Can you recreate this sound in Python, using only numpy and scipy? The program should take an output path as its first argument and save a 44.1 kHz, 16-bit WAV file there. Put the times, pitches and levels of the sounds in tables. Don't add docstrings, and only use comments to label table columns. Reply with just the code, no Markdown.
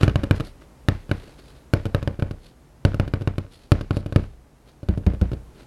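import sys
import numpy as np
from scipy import signal
from scipy.fft import rfft, irfft, next_fast_len
from scipy.io import wavfile

SR = 44100
rng = np.random.default_rng(int(sys.argv[2]) if len(sys.argv) > 2 else 0)


def to_wav(s):
    ch = np.atleast_2d(s).T
    pcm = np.round(np.clip(ch, -1, 1) * 32767)
    wavfile.write(sys.argv[1], SR, pcm.astype(np.int16))


N = 249813
BLOW_SAMPLES = 32768
HZ = np.fft.rfftfreq(BLOW_SAMPLES, 1 / SR)
TIME = np.arange(BLOW_SAMPLES) / SR

# start_s, strength_db, hardness_db
FIRM_STRIKES = [(0.0324, -0.5, 0), (0.0795, -1.4, -6), (0.1577, -3, 0), (0.3102, -1, 0.7), (.886, 0, 0.5),
                (1.1141, -5, 1.5), (1.7367, 2, -4), (1.9474, -1, -3), (2.0757, -4, -4.5), (2.224, -4.5, -6),
                (2.851, 2.5, -5.5), (2.9984, -2.5, -2.5), (3.1377, -5, -2), (3.2748, -4.5, -2.5),
                (3.719, 3, -4), (3.9085, -5.2, -3), (4.1608, 1.5, -7)]
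# start_s, strength_db, hardness_db
SOFT_TOUCHES = [(0.0114, -11.5, 0), (0.0961, -16.5, 3), (.2345, -10.5, -5), (0.2381, -7.5, -4),
                (.3996, -11.5, -2.5), (.406, -11.5, -1), (1.0938, -18.5, -7), (1.8552, -10.5, -3),
                (1.8642, -13, -9.5), (2.0277, -13, -4), (2.1912, -13, -23), (2.197, -18.5, -1.5),
                (2.3108, -13.5, -6), (2.9444, -9, -7), (3.0783, -15, -7.5), (3.211, -15.5, -10.5),
                (3.2192, -15.5, -8.5), (3.3823, -8, -5), (3.8108, -13, -3.5), (3.9689, -6, -9),
                (4.0615, -12.5, -8), (4.1245, -12.5, -4), (4.831, -19, -15.5), (4.9759, -9, -18.5),
                (5.136, -13.5, -18), (5.317, -13, -10.5), (5.333, -11, -14.5)]
# time_s, extra_thump_db
HAND_SPOT = [(.3, 2.5), (1.7, -2), (3.2, 1), (3.8, 1.8)]

def lid_taps(nail_growth=0.98, tick_share=0.54):
    track = np.zeros(N)
    for start_s, db, hardness_db in FIRM_STRIKES:
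        thump_db = db + np.interp(start_s, *np.transpose(HAND_SPOT))
        click_db = db + hardness_db
        nail_db = click_db - 5 + nail_growth * db
        add(track, start_s, lid_blow(thump_db, db - 1, click_db, nail_db))
    for start_s, db, hardness_db in SOFT_TOUCHES:
        tick_db = db - 5 + tick_share * hardness_db
        add(track, start_s, lid_blow(db, db - 0.45, db + hardness_db, tick_db))
    return track


def lid_blow(thump_db, knock_db, click_db, nail_db, rattle_db=-20):
    push = finger_push(thump_db, knock_db, click_db, nail_db)
    force = push * crunch(click_db) + flaps(thump_db + rattle_db)
    return room(force * lid(), push)


def finger_push(thump_db, knock_db, click_db, nail_db):
    gain = amp(along([(140, thump_db), (450, knock_db), (1800, click_db), (8000, nail_db)], HZ))
    cepstrum = irfft(np.log(gain))
    cepstrum[1:BLOW_SAMPLES // 2] *= 2
    cepstrum[BLOW_SAMPLES // 2 + 1:] = 0
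    return np.exp(rfft(cepstrum))


# pitch_hz, width_hz, level_db
LID_TONES = [(100.6, 22.2, 40), (132.2, 44.2, 34.5), (207, 19.5, 29), (277.3, 39.3, 31), (364, 13, 21.5),
             (446.6, 25.3, 25.5), (530.6, 50, 24), (568.4, 22.4, 23), (737, 25, 12.5), (868, 80, 14.5),
             (1098, 96, 19), (1285, 71, 19.5), (1500, 213, 25), (1760, 220, 14.5), (2366, 270, 15.5),
             (2485, 92, 17.5), (2947, 367, 25.5), (3820, 830, 25.5), (4650, 580, 24), (5420, 1040, 19),
             (6540, 1500, 22.5), (8640, 1560, 25.5), (10500, 880, 31.5), (11330, 770, 29)]

def lid(pad_hz=1200, spot_db=1.16):
    tones = np.array(LID_TONES)
    pitch_shift, level_shift = rng.standard_normal((len(tones), 2)).T
    tones[:, 0] *= 1 + .012 * pitch_shift
    tones[:, 2] += spot_db * level_shift * (tones[:, 0] > pad_hz / 2)
    return -resonances(tones) / (1 + 1j * HZ / pad_hz) ** 2


# start_s, strength_db
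EDGE_HITS = [(4.8869, -1), (5.0654, 2), (5.214, 0)]
# pitch_hz, width_hz, level_db
BOX_TONES = [(79.8, 47.2, 42.5), (184.3, 37.4, 37.5), (304, 24, 27), (359, 62, 26), (500, 44, 18),
             (601, 36, 14.5)]

def edge_knocks(rattle_db=-22, lag_s=0.00158, spread_db=-3):
    boom = -resonances(BOX_TONES, sign=-0.9, order=2) * delay(lag_s)
    track = np.zeros(N)
    for start_s, db in EDGE_HITS:
        tap_db, nail_db = db - 12.5, db - 17
        tip = finger_push(tap_db, tap_db, tap_db - 4.5, nail_db) * crunch(tap_db)
        force = tip + flaps(db + rattle_db)
        push = finger_push(db + spread_db, db + spread_db, (db + tap_db) / 2, nail_db)
        add(track, start_s, room(force * lid() + amp(db) * boom, push))
    return track


def crunch(click_db, grit=0.14, base_life_s=0.00081, grit_hz=1800, tip_hz=6000):
    slowness = np.exp(-0.046 * click_db)
    age = TIME / (base_life_s * slowness)
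    fibres = rfft(rng.standard_normal(BLOW_SAMPLES) * age * np.exp(1 - age)) / slowness ** 0.46
    tip = 1 / (1 + 1j * HZ / tip_hz)
    return tip + grit * fibres * 1j * HZ / (grit_hz + 1j * HZ)


def flaps(level_db, first_s=.01, last_s=0.085, low_hz=350, high_hz=2600, count=7):
    when, size = rng.random((2, count, 1))
    ticks = np.sum(size * delay(first_s + (last_s - first_s) * when), axis=0)
    band = (1j * HZ / (low_hz + 1j * HZ)) ** 2 / (1 + 1j * HZ / high_hz) ** 2
    return amp(level_db) * ticks * band


# middle_s, half_length_s, level_db, nail_above_rub_db
FINGER_SLIDES = [(0.035, 0.017, -28.5, -18), (.367, .011, -41, -8), (0.466, .025, -52, 1),
                 (0.625, 0.015, -49, -22), (1.22, 0.087, -50, -8), (1.396, 0.0084, -46, -8.5),
                 (1.507, 0.07, -54, -4), (2.46, 0.034, -57, 1), (3.539, 0.014, -59, 3.5),
                 (3.617, 0.065, -64.5, 3.5), (3.966, 0.026, -52, 1.5), (4.21, 0.072, -53.5, -10),
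                 (4.693, 0.02, -56, -4.5), (5.61, 0.036, -48.5, -11)]
# pitch_hz, level_db
PAD_RUB = [(80, 2), (450, 9.5), (900, -5.5), (1500, -2), (2000, -7.5), (3000, -8), (5000, -19),
           (8000, -23.5), (16000, -34)]
# pitch_hz, level_db
NAIL_HISS = [(500, -16), (2000, -4), (3000, -.5), (4400, 3), (5800, -9.5), (7500, -12.5), (10500, -8.5),
             (12000, -15), (16000, -23)]

def brushing(grain_db=4, grains_per_s=220):
    t = np.arange(N) / SR
    grip = amp(grain_db * wobble(t, grains_per_s))
    middle_s, half_length_s, level_db, nail_db = np.transpose(FINGER_SLIDES)
    speed = np.exp(-((t - middle_s[:, None]) / half_length_s[:, None]) ** 2 / 2)
    rub = amp(level_db) @ speed * coloured(grip * rng.standard_normal(N), PAD_RUB)
    hiss = amp(level_db + nail_db) @ speed * coloured(grip * rng.standard_normal(N), NAIL_HISS)
    return rub + hiss


# delay_s, level_db
WALL_ECHOES = [(.034, -14.5), (0.0643, -23)]
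# pitch_hz, width_hz, above_direct_db
ROOM_TONES = [(33.86, 3.8, 14), (60.65, 3.8, 5), (94.4, 7.9, -7), (126.8, 10.3, -11), (202, 15, -10.5)]
# pitch_hz, fade_s
TAIL_FADE = [(60, 0.7), (250, 0.09), (1000, 0.2653), (4000, 0.47), (12000, 0.46)]
# pitch_hz, gain_db
TAIL_COLOUR = [(40, 13), (100, 21), (200, 22.5), (330, 22.5), (550, 20), (850, 10), (1500, 2.5),
               (2100, 2.5), (3000, -4.5), (5000, -9.5), (8000, -20), (12000, -25)]

def room(direct, push, echo_hz=700, build_s=0.00077, flutter_db=1.5, flutters_per_s=170):
    walls = sum(amp(db) * delay(delay_s) for delay_s, db in WALL_ECHOES) / (1 + 1j * HZ / echo_hz)
    hz, t, noise = signal.stft(rng.standard_normal(BLOW_SAMPLES), SR, nperseg=256)
    fade = amp(-60 * t / along(TAIL_FADE, hz)[:, None])
    tail = signal.istft(noise * fade, SR, nperseg=256)[1][:BLOW_SAMPLES]
    tail *= 1 - np.exp(-TIME / build_s)
    tail *= amp(flutter_db * wobble(TIME, flutters_per_s))
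    scattered = push * rfft(tail / np.linalg.norm(tail)) * amp(along(TAIL_COLOUR, HZ))
    heard = irfft(direct * (1 + walls + resonances(ROOM_TONES)) + scattered)
    return heard * np.cos(np.pi / 2 * TIME / TIME[-1])


# time_s, level_db
MURMUR_LOUDNESS = [(0, -48), (1.5, -48), (2.2, -50), (4.5, -52), (5.4, -48)]
# pitch_hz, level_db
MURMUR_COLOUR = [(20, -18), (45, 0.5), (62, 3), (95, -11), (135, -0.5), (180, -11.5), (240, -8.5),
                 (520, -16), (850, -19.5), (1600, -27), (3300, -34), (7700, -37), (12500, -39),
                 (16000, -27)]

def murmur():
    level_db = np.interp(np.arange(N) / SR, *np.transpose(MURMUR_LOUDNESS))
    return amp(level_db) * coloured(rng.standard_normal(N), MURMUR_COLOUR)


def resonances(tones, sign=1, order=1):
    return sum(sign ** k * amp(db) * (1j * HZ * width / (hz * hz - HZ * HZ + 1j * HZ * width)) ** order
               for k, (hz, width, db) in enumerate(tones))


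def amp(db):
    return 10 ** (np.asarray(db) / 20)


def along(points, hz):
    pitches, values = np.transpose(points)
    return np.interp(np.log(hz + 1), np.log(pitches + 1), values)


def delay(seconds):
    return np.exp(-2j * np.pi * HZ * seconds)


def wobble(t, per_s):
    return np.interp(t * per_s, np.arange(len(t)), rng.standard_normal(len(t)))


def filtered(x, response):
    size = next_fast_len(N + SR // 2)
    return irfft(rfft(x, size) * response(np.fft.rfftfreq(size, 1 / SR)), size)[:N]


def coloured(x, colour):
    x = filtered(x, lambda hz: amp(along(colour, hz)))
    return x / np.std(x)


def add(track, start_s, sound):
    part = track[max(round(start_s * SR), 0):][:len(sound)]
    part += sound[:len(part)]


def scene():
    return (lid_taps() + edge_knocks() + brushing() + murmur())[None]


# pitch_hz, gain_db
MIC_RESPONSE = [(11800, -0.5), (12300, 1), (12900, -15), (16000, -21)]
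TOP_HZ = 16250

def record(dry):
    dulled = filtered(dry[0], lambda hz: amp(along(MIC_RESPONSE, hz)))
    clipped = np.clip(dulled, -1, 1)
    return filtered(clipped, lambda hz: hz < TOP_HZ)[None]


dry = scene()
out = record(dry)
to_wav(out)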